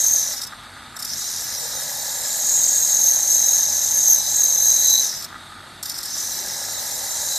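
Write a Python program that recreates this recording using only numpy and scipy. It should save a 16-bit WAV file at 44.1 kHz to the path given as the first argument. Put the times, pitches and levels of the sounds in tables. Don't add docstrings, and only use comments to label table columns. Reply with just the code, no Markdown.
import sys
import numpy as np
from scipy import signal
from scipy.fft import irfft
from scipy.io import wavfile
from scipy.ndimage import uniform_filter1d

SR = 44100
rng = np.random.default_rng(int(sys.argv[2]) if len(sys.argv) > 2 else 0)


def pcm_store(signal):
    levels = np.round(np.clip(np.atleast_2d(signal), -1, 1) * 32767)
    wavfile.write(sys.argv[1], SR, levels.astype(np.int16).T)


def voltage_ratio(decibels):
    exponent = np.asarray(decibels, float) / 20
    return 10 ** exponent


N = 325443
T = np.arange(N) / SR

TURNS_PER_S, HIGH_SPOT_S = 42.35, 5.026
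BRUSH_DB, BRUSH_HZ = -37.5, 5250

# pitch_hz, level_db (per Hz)
RUMBLE = [(21, -34), (36, 9), (70, -13), (103, -6.5), (130, -3), (286, -7.5), (347, -13), (421, -17),
          (548, -16), (665, -7), (727, -12), (766, -7.5), (1110, -10), (1250, -7.5), (2400, -12),
          (3120, -48), (5280, -120)]
# pitch_hz, level_db (per Hz)
WHIRR = [(1410, -15), (2400, -33), (2630, -10), (3100, -9.5), (3490, -1), (4000, -4), (4510, -4.5),
         (5900, -20), (8460, -12), (9610, -21), (11200, -21), (12600, -35), (14400, -34)]
# pitch_hz, width_hz, level_db
CASING = [(2650, 60, -17), (3730, 130, -2), (6350, 680, -15.5), (7760, 160, -12), (8500, 250, -8.5),
          (11050, 400, -12.5), (12600, 1300, -27), (14100, 500, -28)]
# pitch_hz, width_hz, level_db
HUM = [(43.5, 11, -61), (101.5, 16, -56.5), (148, 18, -66), (250, 30, -65.5)]
# pitch_hz, level_db
PUMP = [(324, -63), (375, -65)]
# pitch_hz, width_hz, level_db
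SPINDLE = [(1247, 87, 2), (1390, 120, -0.5), (1520, 170, -5), (1720, 140, -4), (1950, 120, -6.5),
           (860, 180, -7)]
# start_s, peak_db
KNOCKS = [
    (0.5267, -31),
    (0.7653, -35),
    (0.944, -48),
    (5.3537, -26),
    (5.5199, -35),
]
# middle_s, half_length_s, extra_db
CHATTER = [(.33, .02, 10), (.45, .015, 4), (.535, .02, 8), (.665, .04, 6), (.775, .025, 6), (.955, .025, 7),
           (1.3, .2, 7), (1.75, .08, 9), (4.5, .5, -8), (5.33, .04, 7), (5.53, .05, 5), (5.66, .03, 4),
           (6.25, .1, 6), (6.65, .08, 6), (7.1, .08, 6)]
# pitch_hz, width_hz, level_db
TABLE = [(521, 95, -2), (600.5, 115, -0.5), (816, 187, 0.5), (940, 130, -3.5)]
# pitch_hz, width_hz, level_db
GLASS = [(1690, 115, -3.5), (1956, 200, -8.5)]
# peak_s, rise_s, fall_s (left out if same), extra_db
SWELLS = [(1.25, .1, 5), (2.45, .12, 3), (3.0, .2, 3.5), (3.4, .1, .3, 6), (4.2, .05, .15, 7),
          (4.45, .15, .1, 6), (4.68, .12, .1, 8), (4.97, .17, .055, 20), (6.33, .12, 3), (6.76, .05, 3),
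          (7.38, .1, .1, 10)]
# middle_s, half_length_s, extra_db, pitch_hz
GROANS = [
    (1.3, .15, 16, 410),
    (1.65, .15, 19, 470),
    (5.07, .05, 18, 420),
    (6.42, .18, 18, 375),
]
# pitch_hz, level_db (per Hz)
GRIT = [(1410, -35), (2400, -46), (3060, -34.5), (3850, -10), (4760, -3), (6170, -6), (8560, -6.5),
        (9230, -0.5), (9890, -11.5), (11300, -3.5), (12100, -14.5), (14100, 0.5), (14800, -50.5)]
# pitch_hz, width_hz, level_db
BIT = [(3240, 89, -17), (3736, 58, -2.5), (4440, 50, -5), (6890, 100, -8), (7457, 140, -2),
       (7960, 130, -4.5), (9040, 380, -8), (9600, 80, -24), (10320, 115, -10), (11620, 240, -6),
       (12900, 400, -13.5), (13200, 150, -15.5)]
# pitch_hz, width_hz, level_db
UPPER_RIM = [(6920, 300, -2), (7553, 200, -1), (8150, 150, -5)]
# pitch_hz, width_hz, level_db
UPPER_OCTAVE = [(14100, 250, 0)]
# pitch_hz, width_hz, level_db
RIM = [(5230, 120, 7), (5460, 59, -4), (5740, 140, -2), (6030, 50, -8.5), (6264, 120, -1.5),
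       (6420, 150, -1), (6600, 180, 0.5), (6990, 110, 0.5), (5870, 6300, 0)]
# pitch_hz, width_hz, level_db
OCTAVE = [(12590, 220, -1), (12800, 1900, -10), (13600, 120, -3)]
# touch_s, seated_s, easing_s, lift_s
CONTACTS = [
    (-6.0, -5.7, 0.33, 0.455),
    (0.995, 1.19, 5.08, 5.255),
    (5.83, 6.18, 7.6, 7.8),
]
# start_s, peak_db
GRAZES = [(0.417, -18.5), (0.4344, -19), (0.4683, -18.5), (0.9657, -17), (0.9904, -17.5), (1.001, -22),
          (1.0246, -15), (1.048, -15), (5.223, -18), (5.2435, -21), (5.8282, -12.5), (5.8565, -14),
          (5.8794, -30), (5.8964, -13), (5.915, -24), (5.984, -15), (6.0057, -36), (6.0306, -18),
          (6.0544, -19.5)]
# start_s, squeal_db, squeal_hz
FEED = [(0, -20, 6420), (.07, -15, 6400), (.19, -19, 6300), (.33, -27, 6000), (1.2, -26, 5980),
        (1.5, -29, 5880), (2.25, -29.5, 6330), (2.55, -20, 6620), (2.9, -19.5, 6450), (3.7, -20.5, 6300),
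        (4.05, -19, 6420), (4.24, -25, 6180), (4.36, -19, 6480), (5.0, -19, 6300), (5.11, -24, 6050),
        (6.2, -25, 6100), (6.5, -30, 5850), (7.38, -27, 6350)]
# middle_s, half_length_s, extra_db, pitch_shift_hz
SURGES = [(.368, .012, 4, 0), (1.0, .02, -4, 0), (1.09, .025, 5, 0), (1.135, .01, 7, 0), (1.7, .1, 1.5, 0),
          (2.65, .05, 2.5, -60), (2.8, .06, 1.5, 60), (2.95, .05, 2, 40), (3.08, .06, 5, -40),
          (3.34, .05, 5, 70), (3.53, .09, 5.5, 110), (3.98, .05, 1.5, 0), (4.12, .07, 8, 0),
          (4.42, .07, 2, -40), (4.58, .08, 0, -110), (4.69, .06, 4.5, 50), (4.9, .08, 5, 0),
          (5.125, .015, -4, -150), (5.18, .04, 4, 0), (5.96, .03, 3.5, 0), (6.07, .03, 4, 0),
          (6.146, .008, 5, 0), (6.85, .08, -1, 120), (7.05, .06, -1.5, 0), (7.2, .08, 1.5, 60)]
SKIPS = [.358, .408, 1.012, 1.037, 1.152, 5.222, 5.234, 5.872, 5.935, 5.998, 6.022]
PATCH_EDGES_HZ = [4100, 4650, 5150, 5850, 6550, 7250, 7900, 8950, 10000, 11000, 12400, 13400, 14450]
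PATCH_SHARE = [.05, .1, .22, .28, .32, .3, .27, .15, .2, .16, .08, .16]


def evened(x):
    return x / np.sqrt(np.mean(x ** 2) + 1e-20)


def colour(x, modes=(), slope=None, slope_db=0.):
    hz = np.fft.rfftfreq(4096, 1 / SR)
    power = sum(voltage_ratio(2 * db) / (1 + (2 * (hz - f) / w) ** 2) ** 1.29 for f, w, db in modes)
    if slope:
        f, db = np.transpose(slope)
        power = power + voltage_ratio(2 * (slope_db + np.interp(np.log(hz + 1), np.log(f), db)))
    taps = np.fft.fftshift(irfft(np.sqrt(power))) * np.hanning(4096)
    return evened(signal.oaconvolve(x, taps, "same"))


def resonate(x, hz, width):
    turn = np.exp(2j * np.pi * np.cumsum(hz) / SR)
    slow = signal.lfilter(*signal.butter(2, width / 2, fs=SR), x * turn.conj())
    return turn * slow / np.std(slow)


def hum_line(x, hz, width):
    b, a = signal.iirpeak(hz, hz / (1.5 * width), SR)
    return evened(signal.lfilter(b, a, signal.lfilter(b, a, x)))


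def bumps(rows):
    out = np.zeros(N)
    for s, *lengths, height in rows:
        near = slice(max(int((s - 3 * lengths[0]) * SR), 0), int((s + 3 * lengths[-1]) * SR))
        u = T[near] - s
        out[near] += height * np.exp(-(u / np.where(u < 0, lengths[0], lengths[-1])) ** 2)
    return out


def once_a_turn(angle):
    return np.cos(2 * np.pi * TURNS_PER_S * (T - HIGH_SPOT_S) + angle)


def touching():
    contact = sum((T >= on) * (T <= off) * 1. for on, _, _, off in CONTACTS)
    return uniform_filter1d(contact, 130, mode="nearest")


def effort(contact_db, steady_db, graze_db):
    starts = np.zeros(N)
    for s, db in GRAZES:
        starts[round(s * SR) - 40] = voltage_ratio(db + graze_db)
    u = np.arange(1500) / SR
    grazes = signal.oaconvolve(starts, (1 - np.exp(-u / .0012)) * np.exp(-(u / .009) ** 2))[:N]
    return voltage_ratio(contact_db + steady_db) * touching() + grazes


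def scratches(throb_db, patchy_db, flicker_db):
    frames = N // 64 + 6
    turns = (np.arange(frames) * 64 / SR - HIGH_SPOT_S) * TURNS_PER_S
    re, im, patches, flicker = rng.standard_normal((frames, 129, 4)).T
    angle = 2.26 * np.cumsum(uniform_filter1d(rng.standard_normal((4, 129)), 3, 1), 1)
    order = np.arange(1, 5)[:, None]
    pattern = (np.exp(1j * angle) / order ** 0.36).T
    throb = (pattern @ np.exp(2j * np.pi * order * turns)).real
    patches = evened(uniform_filter1d(uniform_filter1d(patches, 4, 0), 50, 1))
    flicker = evened(uniform_filter1d(uniform_filter1d(flicker, 60, 0), 14, 1))
    z = (re + 1j * im) * voltage_ratio(throb_db * throb + patchy_db * patches + flicker_db * flicker)
    return evened(signal.istft(z, nperseg=256, noverlap=192)[1][:N])


def workshop(x, t60):
    u = np.arange(SR // 2) / SR
    tail = rng.standard_normal(len(u)) * voltage_ratio(-60 * u / t60) * (u > .008)
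    return signal.oaconvolve(x, tail / np.linalg.norm(tail))[:N]


def pump():
    tones = sum(voltage_ratio(db + 3) * np.sin(2 * np.pi * f * T) for f, db in PUMP)
    return np.clip((T - 2.35) / .1, 0, 1) * tones


def motor():
    churn = scratches(0.49, .8, 0.5)
    whirr = voltage_ratio(-43 - 3.5) * colour(churn, slope=RUMBLE)
    whirr = whirr + voltage_ratio(-45 - 0.2) * colour(churn, CASING, WHIRR, slope_db=-2.5)
    whirr = signal.sosfilt(signal.butter(4, 63., "high", fs=SR, output="sos"), whirr)
    return whirr + sum(voltage_ratio(db) * hum_line(churn, f, w) for f, w, db in HUM)


def spindle(squeal_db):
    play_db = -45.5 - .75 * touching() * (squeal_db - BRUSH_DB) + bumps(CHATTER)
    taps = voltage_ratio(4.0 * np.minimum(rng.exponential(1, N), 3))
    taps = taps * (rng.random(N) < 90 / SR) * rng.choice([-1, 1], N)
    rattle = voltage_ratio(play_db - 2.0) * colour(evened(taps) + 1.1 * rng.standard_normal(N), SPINDLE)
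    u, blows = np.arange(3000) / SR, np.zeros(N)
    for s, db in KNOCKS:
        blows[round(s * SR)] = voltage_ratio(db - 3.0)
    ring = sum(voltage_ratio(db) * np.sin(2 * np.pi * f * u) * np.exp(-1.2 * w * u) for f, w, db in SPINDLE)
    ring = ring * (1 - np.exp(-u / 0.0016))
    return rattle + signal.oaconvolve(blows, ring)[:N]


def wall_whistle(shake, slack):
    loaded_db = -39.5
    wall_db = loaded_db - 13 * slack + bumps(SWELLS)
    steady = np.clip((wall_db + 43.5) / 19.0, 0, .7)
    hz = 4000 - 1.5 * (wall_db - loaded_db).clip(0)
    fuzz = resonate(shake, hz, 203.0).real
    waver = np.angle(resonate(rng.standard_normal(N), hz, 55.))
    pure = (1 + 0.29 * np.cos(2 * np.pi * TURNS_PER_S * T)) * np.cos(waver)
    return voltage_ratio(wall_db + 2.0) * (np.sqrt(1 - steady) * fuzz + np.sqrt(steady) * pure)


def load_rings(slack, sag_db):
    shake = scratches(3.6, 0.77, 0.87)
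    wall = wall_whistle(shake, slack)
    thrum = colour(rng.standard_normal(N) + .3 * shake, TABLE)
    thrum = voltage_ratio(-41.3 - 28 * slack + sag_db - 1.5) * colour(thrum, TABLE)
    thrum = thrum * (1 + .42 * once_a_turn(-2.3))
    groan_hz = np.interp(T, *np.transpose(GROANS)[[0, 3]])
    groan_db = -72.5 + 3 + bumps([row[:3] for row in GROANS])
    groan = voltage_ratio(groan_db) * resonate(shake, groan_hz, 28).real
    hum = voltage_ratio(-41.5 - 7 * slack + .3 * sag_db - 2.5) * colour(shake, GLASS)
    return touching() * (wall + thrum + hum + groan)


def grinding(hiss_db, hz):
    grit = scratches(3.4, 1.31, 0.59)
    hiss = effort(hiss_db, steady_db=4.5, graze_db=-12.5) * colour(grit, BIT, GRIT, slope_db=-6.5)
    upper_db = np.maximum(-32 + 45 * (hz - 6300) / 1000, -52)
    upper = colour(grit, UPPER_RIM) + voltage_ratio(-14.5) * colour(grit, UPPER_OCTAVE)
    return hiss + touching() * voltage_ratio(upper_db - 4.0 + 3. 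* once_a_turn(1.5)) * upper


def bites(turns, hz):
    which = (np.floor(turns + 0.085) - np.floor(turns[0])).astype(int)
    strength_db, detune, start = rng.standard_normal((which.max() + 1, 3))[which].T
    u = np.maximum((turns + .1) % 1 - .04, 0) / .075
    phase = 2 * np.pi * np.cumsum(hz - 175. + 31.0 * detune) / SR + 2 * start
    return 2.5 * voltage_ratio(1.5 * strength_db) * u * np.exp(1 - u) * np.cos(phase)


def squeal(db, hz):
    turns = (T - HIGH_SPOT_S) * TURNS_PER_S
    swept = hz + uniform_filter1d(320. * (turns % 1 - .4), 120)
    narrow = resonate(rng.standard_normal(N), swept, 260.0)
    narrow = narrow / (abs(narrow) + .2) ** .2
    pressure = np.clip((db + 31.) / 14.6, 0, .9)
    brushing = np.clip((5750 - hz) / 350.0, 0, .8)
    grit = scratches(2.4, 1.4, .7)
    broad = np.sqrt(brushing) * resonate(grit, swept, 1100.)
    broad = broad + np.sqrt(1 - brushing) * resonate(grit, swept, 1700.)
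    tone = np.sqrt(pressure) * narrow + np.sqrt(1 - pressure) * broad
    throb = voltage_ratio(2.7 * np.cos(4 * np.pi * turns + 2.) + 1.27 * np.cos(8 * np.pi * turns))
    body = throb * colour(tone.real, RIM)
    rim = effort(db, steady_db=-1.0, graze_db=-15.5) * (body + pressure * bites(turns, hz))
    doubled = (narrow ** 2 / (abs(narrow) + 0.36) ** 1.0).real
    octave = colour(doubled + .2 * rng.standard_normal(N), OCTAVE)
    octave_db = np.maximum(-35.5 + 1.7 * (db + 19), -49)
    return rim + touching() * voltage_ratio(octave_db) * octave


def pressing():
    seat_s, load_s = .11, .9
    seat = sum(np.clip(np.minimum(T - sunk, ease - T) / seat_s + 1, 0, 1) for _, sunk, ease, _ in CONTACTS)
    load = sum(np.clip(np.minimum((T - on) / load_s, .75 * (off - T) / (off - ease)), 0, 1)
               for on, _, ease, off in CONTACTS)
    sag_db = -.9 * sum((T - on - load_s).clip(0) * (T < off) for on, _, _, off in CONTACTS)
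    s, db, hz = np.transpose(FEED)
    grabs = [(middle, half, extra) for middle, half, extra, _ in SURGES]
    grab_db = bumps(grabs + [(skip, .006, -8) for skip in SKIPS])
    shift_hz = bumps([(middle, half, up) for middle, half, _, up in SURGES])
    squeal_db = BRUSH_DB + seat * (np.interp(T, s, db) - BRUSH_DB) + grab_db
    squeal_hz = BRUSH_HZ + seat * (np.interp(T, s, hz) - BRUSH_HZ) + shift_hz
    brush_hiss_db = -43.5
    seated_db = -34.5 + 5 * np.minimum(squeal_hz - 6300, 0) / 1000
    hiss_db = brush_hiss_db + seat * (seated_db - brush_hiss_db) + .7 * (1 - seat) * grab_db
    return squeal_db, squeal_hz, hiss_db, (1 - load) ** 2, sag_db


def scene():
    squeal_db, hz, hiss_db, slack, sag_db = pressing()
    cut = grinding(hiss_db, hz) + squeal(squeal_db, hz) + load_rings(slack, sag_db)
    machine = motor() + pump() + spindle(squeal_db)
    return np.tile(cut + voltage_ratio(-19.0) * workshop(cut, t60=0.7) + machine, (2, 1))


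def soft_limit(x):
    crest = np.sqrt(abs(2 * uniform_filter1d(uniform_filter1d(x ** 2, 22), 22)))
    return x / (1 + (crest / .76) ** 4) ** .25


def noise_patches(x):
    hz, t, z = signal.stft(x, SR, nperseg=512, noverlap=256)
    z = z * (hz < 14400)[:, None]
    band, block = np.digitize(hz, PATCH_EDGES_HZ), np.arange(len(t)) // 4
    power = uniform_filter1d(uniform_filter1d(abs(z) ** 2, 3, 0), 4, 1) + 1e-20
    loudest = np.array([power[band == k].max(0)[::4] for k in range(band.max() + 1)])
    draw = rng.random(loudest.shape)
    odd = draw[:, 1::2]
    before = draw[:, :-1:2][:, :draw.shape[1] // 2]
    draw[:, 1::2] = np.where(rng.random(odd.shape) < .7, before, odd)
    swap = (draw < np.r_[0, PATCH_SHARE, 0][:, None]) * (loudest < voltage_ratio(2 * -40))
    noise = signal.stft(rng.standard_normal((2, N)), SR, nperseg=512, noverlap=256)[2]
    z = np.where(swap[band][:, block], voltage_ratio(0.5) * np.sqrt(power) * noise / np.std(noise), z)
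    return signal.istft(z, SR, nperseg=512, noverlap=256)[1][:, :N]


def low_pass(x):
    return signal.sosfilt(signal.butter(12, 14980, fs=SR, output="sos"), x)


def record(dry):
    heard = noise_patches(soft_limit(dry[0]))
    return low_pass(heard)


dry = scene()
out = record(dry)
pcm_store(out)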